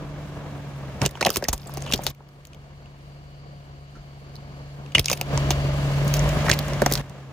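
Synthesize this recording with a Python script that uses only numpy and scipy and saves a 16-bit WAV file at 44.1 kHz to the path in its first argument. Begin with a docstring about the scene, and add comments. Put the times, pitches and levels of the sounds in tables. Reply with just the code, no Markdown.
"""A cooling fan hums over the low throb and roar of an idling engine; then plastic snaps, knocks and crunches.
A car creeps forward and back over three plastic frames on concrete, the microphone on the ground beside them.
Sine lines make the hum and throb, coloured noise the roar and hiss, and resonators the whine and drone.
Noise bursts ring the broken pieces, falling sines knock, noise grains grind and low sines thud.
The volume of the car sound is turned up and down, partly in sudden steps."""
import sys
import numpy as np
from scipy import signal
from scipy.fft import rfft, irfft, next_fast_len
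from scipy.io import wavfile
from scipy.ndimage import uniform_filter1d

SR = 44100
rng = np.random.default_rng(int(sys.argv[2]) if len(sys.argv) > 2 else 0)


def to_wav(s):
    """Save 16-bit WAV."""
    ch = np.atleast_2d(s).T  # columns
    pcm = np.round(np.clip(ch, -1, 1) * 32767)  # PCM
    wavfile.write(sys.argv[1], SR, pcm.astype(np.int16))


N = 322812
TIME = np.arange(N) / SR


def from_db(db):
    """Logarithmic level: decibels to amplitude gain."""
    return 10 ** (np.asarray(db) / 20)


def rms_one(x):
    """Power normalisation: scale to rms 1."""
    return x / np.sqrt(np.mean(x ** 2) + 1e-20)


def loudest_one(x):
    """Short-time power: scale so that the loudest stretch of 30 samples has peak height about 1."""
    power = uniform_filter1d(np.mean(x ** 2, 0), size=30)
    return x / np.sqrt(2 * power.max() + 1e-20)


def in_time(rows):
    """Linear interpolation: one value per sample for each column after t."""
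    s, *columns = np.transpose(rows)
    return [np.interp(TIME, s, column) for column in columns]


def at_hz(points, hz):
    """Logarithmic frequency: interpolate a table of (f/Hz, value)."""
    table_hz, values = np.array(points).T
    return np.interp(np.log(hz), np.log(table_hz), values)


def drift(rate_hz):
    """Low-passed random process: slow fluctuation with rms 1."""
    step = 40   # samples per slow value
    r = np.exp(-2 * np.pi * step * rate_hz / SR)
    white = rng.standard_normal(N // step + 2002)
    slow = signal.lfilter([1], [1, -2 * r, r * r], white)[2000:]   # the settling part is dropped
    return np.interp(np.arange(N) / step, np.arange(len(slow)), rms_one(slow))


def noise(spectrum, alike, lead=((1, 0), (2, 0))):
    """Interchannel coherence: stereo noise of given colour, likeness and left phase lead, at rms 1."""
    size = next_fast_len(N)
    hz = np.maximum(np.arange(size // 2 + 1) * SR / size, 1)
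    mid, side = rfft(rng.standard_normal((2, size))) * from_db(at_hz(spectrum, hz))
    likeness = np.clip(at_hz(alike, hz), 0, 1)
    mid = np.sqrt(1 + likeness) * mid
    side = np.sqrt(1 - likeness) * side
    left = mid + side
    right = (mid - side) * np.exp(-1j * at_hz(lead, hz))
    return rms_one(irfft([left, right], size)[:, :N])


def band(x, kind, hz):
    """Frequency selection: second-order Butterworth filter."""
    return signal.sosfilt(signal.butter(2, hz, kind, fs=SR, output="sos"), x)


def resonance(x, hz, width_hz):
    """Damped oscillator: a two-pole peak with gain about 1 on top."""
    r = np.exp(-np.pi * width_hz / SR)
    zeros = np.array([1, 0, -1]) * (1 - r * r) / 2
    return signal.lfilter(zeros, [1, -2 * r * np.cos(2 * np.pi * hz / SR), r * r], x)


def resonant_bands(white, hz, width_hz):
    """Cascaded resonance: the peak applied twice narrows noise to a blurred tone at rms 1."""
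    return rms_one(resonance(resonance(white, hz, width_hz), hz, width_hz))


# Blade passing rate before its random drift: (t/s, f/Hz)
BLADE_RATE = [(0, 146.5), (.47, 144.3), (.9, 135.8), (1.59, 139.7), (3.5, 141.1), (4.05, 140.5),
              (6.0, 140.4), (6.3, 146.7), (6.56, 146.4), (6.95, 139.7), (7.32, 134.7)]
# Lines of the fan: (multiple of the blade rate, base level/dB)
FAN_LINES = [(.5, -8.5), (1, 0), (2, -19), (5, -21)]


def fan(late_ms, bump_db):
    """Blade-passing tone: sine lines at multiples of a drifting blade rate."""
    rate_hz = in_time(BLADE_RATE)[0] * (1 + 0.00588 * drift(3.55))
    blades = 2 * np.pi * np.cumsum(rate_hz) / SR
    half_db = -5 + 22 * late_ms - bump_db   # the lowest line takes no part in the level bumps
    second_db = 11 / (1 + np.exp((TIME - 0.7) / 0.037)) - 1.5   # stronger until about 0.7 s
    fifth_db = -11 + 49 * late_ms
    hum = 0
    for (multiple, db), share_db in zip(FAN_LINES, [half_db, 0, second_db, fifth_db]):
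        gain = from_db(db + share_db + 1.2 * drift(2.6))
        hum = hum + gain * np.sin(multiple * blades + rng.uniform(0, 6.7))
    return hum


# Engine firings, idle with one touch of throttle: (t/s, f/Hz before drift, throb level relative to hum/dB)
FIRINGS = [(0, 44.3, -5), (.7, 43.2, -21), (2.6, 43.46, -7.5), (5.1, 44.2, -13), (6.06, 44.4, -13),
           (6.24, 52.7, -0.5), (6.5, 55.2, -15), (6.97, 49.2, -6), (7.32, 48.4, -32)]


def firing_throb(bump_db):
    """Periodic excitation: firing rate, its drifting phase, and a throb of two harmonics."""
    firing_hz, throb_db = in_time(FIRINGS)
    firing = 2 * np.pi * np.cumsum(firing_hz * (1 + 0.0057 * drift(1.15))) / SR
    gain = from_db(throb_db - bump_db + 0.63 * drift(5))   # takes no part in the level bumps
    return firing_hz, firing, gain * (np.sin(firing) + 0.35 * np.sin(2 * firing))


# Roar colour: (f/Hz, relative density level/dB)
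ROAR_COLOUR = [(25, -20), (38, -27), (70, -9), (100, -10), (190, -12), (250, -18.5), (330, -17.5),
               (620, -19.5), (900, -22.5), (1380, -27), (2900, -33), (4800, -40), (7200, -42), (8200, -57)]
# Roar coherence: (f/Hz, left-right likeness)
ROAR_LIKENESS = [(50, .998), (150, 0.82), (400, 0.89), (800, 0.77), (1400, 0.59), (3000, 0.043),
                 (7000, 0.073)]


def roar(roar_db, bright_db, firing):
    """Amplitude modulation: broadband noise pulses with the firings and reflects from the concrete."""
    whole = noise(ROAR_COLOUR, ROAR_LIKENESS)
    top = band(whole, "high", 1100)
    lows = (whole - top) * from_db(1.64 * drift(21.4))   # the lows are lumpier
    sound = lows + from_db(bright_db + 0.55 * drift(15)) * top
    lag = round(1.82 * SR / 1000)   # ms to samples: the path by way of the concrete
    sound[:, lag:] += 0.14 * band(sound, "high", 270)[:, :N - lag]
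    # alternate cylinders are louder, so the roar pulses at half the firing rate too
    pulse_db = 0.9 * np.sin(firing) + 0.24 * np.sin(firing / 2)
    return sound * from_db(roar_db + 1.0 + pulse_db)


# Blurred bands of the drone: (f/Hz, width of each pass/Hz, relative level/dB)
DRONE_BANDS = [(594, 94, 0.5), (1027, 90, -14.5), (1920, 210, -12.5), (2940, 280, -14)]


def drone(white, hum_db, firing_hz):
    """Resonant filtering: noise bands grow with the hum level and the firing rate."""
    level_db = -5 + 0.44 * hum_db + 0.5 * (firing_hz - 43.8)   # 0.5 dB per Hz over idle
    bands = sum(from_db(db) * resonant_bands(white, hz, width_hz) for hz, width_hz, db in DRONE_BANDS)
    return from_db(level_db) * bands


# Belt-driven parts: (f/Hz, width of each pass/Hz, relative level/dB)
WHINE_BANDS = [(2240, 160, -5), (2950, 300, -2), (4400, 700, 2), (4680, 70, -5)]


def whine(white, late_ms):
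    """Narrow-band noise: belt-driven parts sing in bands of wandering level."""
    bands = 0
    for hz, width_hz, db in WHINE_BANDS:
        bands = bands + from_db(db + 1.22 * drift(3.7)) * resonant_bands(white, hz, width_hz)
    return from_db(-39 + 62 * late_ms) * bands


# Treble colour: (f/Hz, relative density level/dB)
HISS_COLOUR = [(6500, -41), (7800, 14), (8600, -2), (10000, 5.5), (11200, -0.5), (12000, -58), (13000, 1.5),
               (14500, 4.5), (15500, -6), (16800, -28)]
# Treble phase between channels: (f/Hz, left lead/rad)
TREBLE_LEAD = [(8000, -2.5), (8800, -.8), (9500, .8), (10700, -.5), (13400, .6), (14800, -1.3)]


def hiss(roar_db, bright_db):
    """Partially coherent noise: treble follows the roar and brightness with chance fluctuation."""
    treble = noise(HISS_COLOUR, [(1, 0.59), (2, 0.59)], TREBLE_LEAD)
    return treble * from_db(-25.5 + roar_db + bright_db + 1.8 * drift(12))


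# Volume of the car sound, turned up and down, partly in sudden steps:
# (t/s, hum base level/dB, roar level relative to hum/dB)
CAR_VOLUME = [(0, -38.5, -0.5), (1.0, -36.5, -3), (1.075, -42, -1.5), (1.3, -51.5, 12), (1.6, -44.5, -3.5),
              (1.75, -35.5, -3), (2.113, -36.5, -2.5), (2.118, -51, -2.5), (2.65, -45.5, -4),
              (3.9, -45, -3.5), (4.5, -40.5, -5), (5.03, -39.5, -4), (5.25, -32.5, -5.5), (5.34, -23, -5.5),
              (5.75, -22.5, -8.5), (6.3, -23, -3.5), (6.5, -24.5, -0.5), (6.55, -26.5, -3.5),
              (7.013, -29, -1.5), (7.018, -39.5, -4), (7.32, -43, -2)]
# The engine bay moves past: (t/s, right channel delay/ms, brightness level/dB)
ENGINE_PLACE = [(0, .036, -1), (1.3, 0.086, 1), (3.4, 0.31, 1), (5.0, 0.21, 0.5), (5.35, 0.19, 2),
                (5.9, 0.16, 2.5), (6.7, 0.057, 3.5), (7.32, .04, 1)]


def car():
    """Superposition: all engine sources share one volume, with interchannel delay and level difference."""
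    hum_db, roar_db = in_time(CAR_VOLUME)
    late_ms, bright_db = in_time(ENGINE_PLACE)
    bump_db = level_bumps()
    firing_hz, firing, throb = firing_throb(bump_db)
    white = rng.standard_normal((2, N))   # shared by drone and whine
    near = np.sqrt(2) * (fan(late_ms, bump_db) + throb) + drone(white[0], hum_db + bump_db * 0, firing_hz)
    near = near + roar(roar_db, bright_db, firing) + whine(white, late_ms)
    near[1] = np.interp(TIME - late_ms / 1000, TIME, near[1])
    pan_db = -0.3 + 4.1 * late_ms   # left over right
    panned = near * from_db([pan_db / 2, -pan_db / 2])
    return from_db(hum_db + bump_db) * (panned + hiss(roar_db, bright_db))


# Colour of splintering plastic: (f/Hz, relative density level/dB)
PLASTIC_COLOUR = [(710, -10), (1200, -15.5), (1560, -12), (2690, -4.5), (3430, -5), (5630, -3), (8470, -10),
                  (10700, -11), (12100, -25), (14400, -5.5), (16800, -38)]


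def splinter():
    """Spectral shaping: stereo noise with the colour of breaking plastic."""
    likeness = [(1500, 0.75), (3000, 0.79), (5500, 0.67), (9000, 0.65)]
    lead = [(1000, 0.28), (3000, 0.21), (5500, 1.8)] + TREBLE_LEAD
    return noise(PLASTIC_COLOUR, likeness, lead)


# Grit and splinters under the tread, one list forward and one back: (t/s, relative level/dB)
GRIT_LEVEL = [
    [(1.0, -49), (1.05, -34), (1.1, -66), (1.33, -33), (1.41, -54), (1.6, -44.5), (1.9, -38), (2.116, -43)],
    [(4.93, -62), (5.12, -27), (5.22, -57), (5.8, -59), (6.1, -36), (6.54, -47), (6.62, -63), (6.86, -52),
     (6.92, -37), (7.016, -44)],
]


def grit():
    """Random point process: dense uneven grains, each a short puff of band-filtered splintering noise."""
    level = 0
    for rows in GRIT_LEVEL:
        active = (TIME >= rows[0][0]) * (TIME < rows[-1][0])
        level = level + from_db(in_time(rows)[0]) * active
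    fade = np.exp(-1 / (0.0018 * SR))   # decay over 1.8 ms
    whole, grains = splinter(), 0
    clumps = from_db(3.0 * drift(21.0))
    for hz in 1700 * 2 ** np.arange(0, 3.2, 0.5):
        sizes = from_db(5.0 * np.minimum(rng.exponential(1, N), 4.5))
        born = rng.random(N) < 120 * clumps / SR   # 120 grains per second, times the clumping
        puffs = signal.lfilter([1], [1, -fade], sizes * born + 1e-18)
        grains = grains + resonance(whole, hz, 0.18 * hz) * puffs
    return from_db(-6.0) * level * rms_one(grains)


# Brief level changes of the background: (t/s, level change/dB, length with edges/s)
LEVEL_BUMPS = [(1.009, 17, 0.071), (4.965, 16.5, 0.041), (6.423, -2.5, 0.036)]


def level_bumps():
    """Trapezoidal envelope: each brief level change in dB has an edge, a hold and an edge."""
    total_db = 0
    for s, db, length in LEVEL_BUMPS:
        inside = np.minimum(TIME - s, s + length - TIME)
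        total_db = total_db + db * np.clip(inside / 0.0133, 0, 1)   # edge in seconds
    return total_db


# A frame knocks on the concrete: (t/s, relative level/dB, settled f/Hz)
FRAME_KNOCKS = [(1.0176, -23.5, 690), (1.0633, -21.5, 382), (1.154, -32, 740), (1.174, -35, 770),
                (1.212, -17.5, 940), (1.2155, -21, 440), (1.2272, -16, 653), (1.258, -11.5, 593),
                (1.2697, -8, 587), (1.2915, -21, 410), (1.3032, -21.5, 985), (1.361, -20, 845),
                (1.37, -21.5, 332), (1.413, -36, 500), (1.4258, -20, 510), (1.4413, -30, 472),
                (1.4853, -17, 613), (1.5309, -21, 806), (1.695, -31, 730), (1.7736, -24.5, 600),
                (1.8648, -32.5, 810), (1.9047, -27, 860), (1.9357, -22.5, 388), (1.947, -24, 382),
                (1.9923, -22.5, 620), (2.0679, -22.5, 720), (2.206, -39.5, 740), (4.9508, -17, 940),
                (4.996, -24, 400), (5.1009, -21.5, 930), (5.1151, -18.5, 428), (5.1297, -22.5, 580),
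                (5.2137, -23.5, 630), (5.3764, -23, 775), (5.5071, -14.5, 627), (6.4663, -22, 670),
                (6.4834, -17, 1050), (6.4954, -22, 674), (6.8203, -6, 490), (6.8629, -6.5, 620),
                (6.916, -17, 423)]


def knocks():
    """Damped vibration: a knock falls in pitch while the frame grinds on the concrete around that pitch."""
    builds_cycles, rings_cycles = 0.733, 1.32
    size = 3000
    out, t = np.zeros((2, N + size)), np.arange(size) / SR
    rough = noise([(150, 7), (2500, -23)], [(200, 1.0), (1500, 0.45)], [(200, 0.15), (1200, 0.92)])
    starts = (rng.random(len(FRAME_KNOCKS)) * (N - size)).astype(int)
    for (s, db, hz), i in zip(FRAME_KNOCKS, starts):
        cycles = hz * (t + 0.0016 * (1 - np.exp(-t / 0.0028)))   # starts sharp and settles
        knock = np.sin(2 * np.pi * cycles) + 0.15 * np.sin(2 * np.pi * 1.7 * cycles)
        builds = (1 - np.exp(-t * hz / builds_cycles)) ** 2
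        knock *= from_db(11.5) * np.exp(-t * hz / rings_cycles) * builds
        grind = resonance(rough[:, i:i + size] * np.exp(-t / 0.0063) * builds, hz, 0.85 * hz)
        at = round((s - builds_cycles / hz) * SR)
        out[:, at:at + size] += from_db(db) * (knock + from_db(-1.0) * loudest_one(grind))
    return out[:, :N]


# Plastic snaps and short scrapes:
# (t/s, overall level/dB, ring f/Hz, relative noise level/dB, relative treble level/dB, nominal length/ms)
PLASTIC_SNAPS = [(1.0171, -15, 1880, 7.5, -9, 2.4), (1.0512, -22, 2900, 7.5, -10, 10),
                 (1.0612, -10, 7160, 6.5, -4, 2.9), (1.091, -38, 1700, 7, 0, 4.4),
                 (1.1094, -42.5, 3850, 5, 5, 4.8), (1.1537, -26.5, 2840, -8, -25, 2.1),
                 (1.1723, -29, 1460, -8, -25, 4.3), (1.21, -12.5, 1490, 3.5, -13, 5.2),
                 (1.2162, -14.5, 4100, -2, -14, 2.2), (1.2264, -8, 2200, -4, -18, 3.5),
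                 (1.25, -7.5, 3960, 4.5, -25, 1.7), (1.2619, -10.5, 2520, 3.5, -6, 6.4),
                 (1.2673, -8.5, 1640, -1, -7, 1.7), (1.283, -18, 2670, -9, -27, 1.7),
                 (1.292, -26, 1660, 11, -9, 3.3), (1.303, -15.5, 4860, 5.5, 2.5, 2.3),
                 (1.339, -33, 4620, 8, 0, 22), (1.3596, -14.5, 2450, 7, 1, 1.7),
                 (1.3681, -15, 7650, 7.5, 1, 5.6), (1.373, -25, 7400, -2, -2, 7.1),
                 (1.4236, -20.5, 1540, -6, -17, 7.1), (1.4402, -20.5, 4930, 5.5, -4, 3.7),
                 (1.4492, -22, 1870, -7, -21, 4.5), (1.4839, -13.5, 6070, 5, -1.5, 8),
                 (1.529, -15.5, 7100, 0, -1.5, 9.3), (1.5787, -32.5, 6750, 4, -2, 2.3),
                 (1.67, -32.5, 7680, -16, -10, 9.7), (1.7191, -36, 4770, -3, -20, 2.7),
                 (1.7394, -37, 7530, -15, 10, 1.3), (1.772, -36, 6170, 16, 8, 2.2),
                 (1.8229, -28, 6950, 9, -8, 1.3), (1.862, -28, 2990, -2, -15, 5.8),
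                 (1.873, -28.5, 2880, -10, -26, 33), (1.9144, -23.5, 2830, 6, -13, 2.6),
                 (1.923, -15, 2880, 7, -28, 3.6), (1.9352, -10.5, 3150, 6.5, -4.5, 7.8),
                 (1.9591, -25.5, 4467, -4, -5, 3), (2.035, -32, 6000, -2, 1.5, 14),
                 (2.0666, -15, 3400, 11.5, 4, 1.3), (2.066, -26.5, 3750, 10.5, -8, 14),
                 (2.092, -37, 6000, 1, -5, 2.2), (2.148, -49.5, 2180, 4.5, 1, 2.8),
                 (2.289, -51, 5000, 2, 0, 2), (2.452, -41, 6700, 11.5, 3, 2.1),
                 (2.471, -38, 6370, -10, -5, 1.9), (2.5325, -41, 2700, 6, -11, 3.4),
                 (2.546, -41, 2700, 1, -6, 3.5), (2.8585, -40, 2780, -6, -29, 1.7),
                 (3.952, -39.5, 1350, -9, -24, 39), (4.3552, -33.5, 4430, -5, -9, 2.6),
                 (4.364, -30.5, 4280, -13, -21, 2.5), (4.8618, -37.5, 2630, 1, -24, 2.8),
                 (4.92, -36, 2590, 2, -13, 4.9), (4.949, 2, 2970, -11.5, -24, 7.4),
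                 (4.9502, -3, 2180, -6, -22, 5.5), (4.9572, -17, 2700, -23, -32, 1.9),
                 (4.982, -5, 2200, -1, -19, 2.5), (4.994, -10, 3060, 6.5, -0.5, 3.1),
                 (5.0442, -32, 5520, 13.5, -14, 3), (5.0581, -11.5, 4830, 2, -3.5, 2.5),
                 (5.083, -11, 2700, 2.5, -19, 2.2), (5.0992, -16, 6100, 8.5, -1, 2.7),
                 (5.1151, -13.5, 5800, 7, -4, 2.1), (5.129, -21, 2500, 13.5, 6, 6.9),
                 (5.1734, -37, 2220, 13, 6, 3.8), (5.2124, -12.5, 2480, 2, -2.5, 2.56),
                 (5.3758, -15, 6550, 3.5, -17, 1.75), (5.5061, -13.5, 6760, 9, -4, 2),
                 (5.507, -21.5, 3200, 10.5, 0, 12), (6.079, -35, 3900, 0, 9.5, 3.4),
                 (6.1396, -18, 5370, 11.5, 3, 2), (6.141, -32, 5000, 11, 1, 18),
                 (6.167, -29, 5000, 5, 2, 5.2), (6.193, -14.5, 6640, -8, -17, 2),
                 (6.29, -25.5, 6700, 3, -3.5, 4), (6.464, -21, 1660, 1, -22, 4.7),
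                 (6.4835, -14, 1850, -12, -29, 1.8), (6.494, -11.5, 1520, 3, -9, 6.8),
                 (6.499, -1, 1900, -5, -13, 1.1), (6.5142, -15.5, 3790, 17, 1, 2.8),
                 (6.523, -12, 2080, -7, -26, 1.8), (6.5285, -13.5, 2220, 0, -11, 9.6),
                 (6.535, -23, 4290, 2, -3, 8.2), (6.5899, -23.5, 3550, 12.5, 7, 2.7),
                 (6.6823, -28, 6640, -4, -5, 2.5), (6.7347, -27, 1810, 10, -7, 1.5),
                 (6.819, -9.5, 1620, -2, -7.5, 2.6), (6.8617, -12, 1713, 10, -1, 3.2),
                 (6.913, -20.5, 1900, 3, -4, 4), (6.923, -19, 5640, 11, 8, 2.6),
                 (6.937, -14.5, 4240, 0, 4, 1.9), (6.954, -13.5, 4440, 6, -5, 1.1),
                 (6.975, -27, 4050, 9.5, -2, 4.1), (7.0964, -41, 6760, 6, -2, 2.5)]
# Where the breaking happens: (t/s, left-right level difference/dB)
BREAK_PAN = [(1.04, -4.5), (1.3, -1.5), (2.07, 1), (4.95, -0.5), (6.14, -1), (6.5, -3), (6.82, 0)]


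def snaps():
    """Impulsive excitation: each splintering burst rings the piece and leaves a rattling tail."""
    size = 3000
    out, t = np.zeros((2, N + size)), np.arange(size) / SR
    whole = splinter()
    low = band(whole, "low", 11000)
    high = band(band(whole, "high", 7600), "high", 7600)
    # the fracture runs in jerks
    ragged = from_db(4.3 * rms_one(band(rng.standard_normal(N), "low", 900)))
    starts = (rng.random(len(PLASTIC_SNAPS)) * (N - size)).astype(int)
    for (s, db, ring_hz, broad_db, treble_db, length_ms), i in zip(PLASTIC_SNAPS, starts):
        pan_db = np.interp(s, *np.transpose(BREAK_PAN))
        rise = np.clip(0.374 * length_ms, 0.2, 2) / 1000   # seconds
        fall = max(length_ms / 1000 - rise, 0.0003)
        after = np.maximum(t - rise, 0)
        # the fracture builds, lets go with a spike and dies
        start = np.minimum(t / rise, 1) ** 0.51
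        spike = 1 + 0.5 * np.exp(-((t - rise) / 0.000086) ** 2)
        burst = start * np.exp(-(after / fall) ** 1.38) * spike
        rattle = start * from_db(-23.5) * np.exp(-after / 0.011) * ragged[i:i + size]
        body = low[:, i:i + size]
        # clean breaks ring on a narrower band
        width_hz = ring_hz * np.interp(broad_db, [-12, 0], [0.18, 0.5])
        ring = resonance(body * (burst + 0.31 * rattle), ring_hz, width_hz)
        ring = resonance(ring, ring_hz, 0.93 * width_hz)
        crack = from_db(-3.5) * loudest_one(ring)
        crack += from_db(broad_db - 6.0) * loudest_one(body * burst) + 0.56 * body * rattle
        crack += from_db(treble_db) * loudest_one(high[:, i:i + size] * (burst + rattle))
        at = round((s - 0.0004) * SR)
        out[:, at:at + size] += from_db(db + np.array([[pan_db / 2], [-pan_db / 2]])) * crack
    return out[:, :N]


def underside(x):
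    """Multiple reflection: a few dull echoes between concrete and the floor of the car."""
    # (delay/ms, level/dB)
    echoes = [(1.75, -51.5), (3.1, -31.0), (5.3, -16.5), (8.1, -24), (12.7, -26), (17.9, -25)]
    out = np.zeros_like(x)
    for k, (ms, db) in enumerate(echoes):
        lag = round(ms * SR / 1000)
        source = x if k % 2 else x[::-1]   # every other echo swaps sides
        out[:, lag:] += from_db(db) * source[:, :N - lag]
    return band(out, "low", 8300)


# The tyre wall jolts as a frame gives way: (t/s, initial level/dB, f/Hz)
TYRE_THUDS = [(1.066, -20, 70), (1.271, -17.5, 90), (1.371, -23, 60), (1.491, -12.5, 61.5),
              (1.532, -15.5, 55), (1.939, -10, 207), (3.969, -29, 45.2), (4.958, -12, 116),
              (4.998, -11.5, 77.4), (5.116, -16.5, 202), (6.512, -8, 120)]


def thuds():
    """Heavily damped oscillation: a soft low push dies in about two cycles."""
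    out, t = np.zeros(N), np.arange(6000) / SR
    for s, db, hz in TYRE_THUDS:
        at = round(s * SR)
        out[at:at + len(t)] += from_db(db) * np.sin(2 * np.pi * hz * t) * np.exp(-t * hz / 0.47)
    return out


def scene():
    """Linear superposition: the car over the breaking plastic and its echoes."""
    plastic = snaps() + knocks() + grit()
    return car() + plastic + underside(plastic) + thuds()


def record(dry):
    """Band limiting and saturation: steep bass cut, rounded peaks, top cut."""
    cut = signal.sosfilt(signal.butter(5, 35, "high", fs=SR, output="sos"), dry)
    rounded = 1.072 * np.tanh(cut / 1.173)
    return signal.sosfilt(signal.cheby2(14, 75, 17100, fs=SR, output="sos"), rounded)


dry = scene()
out = record(dry)
to_wav(out)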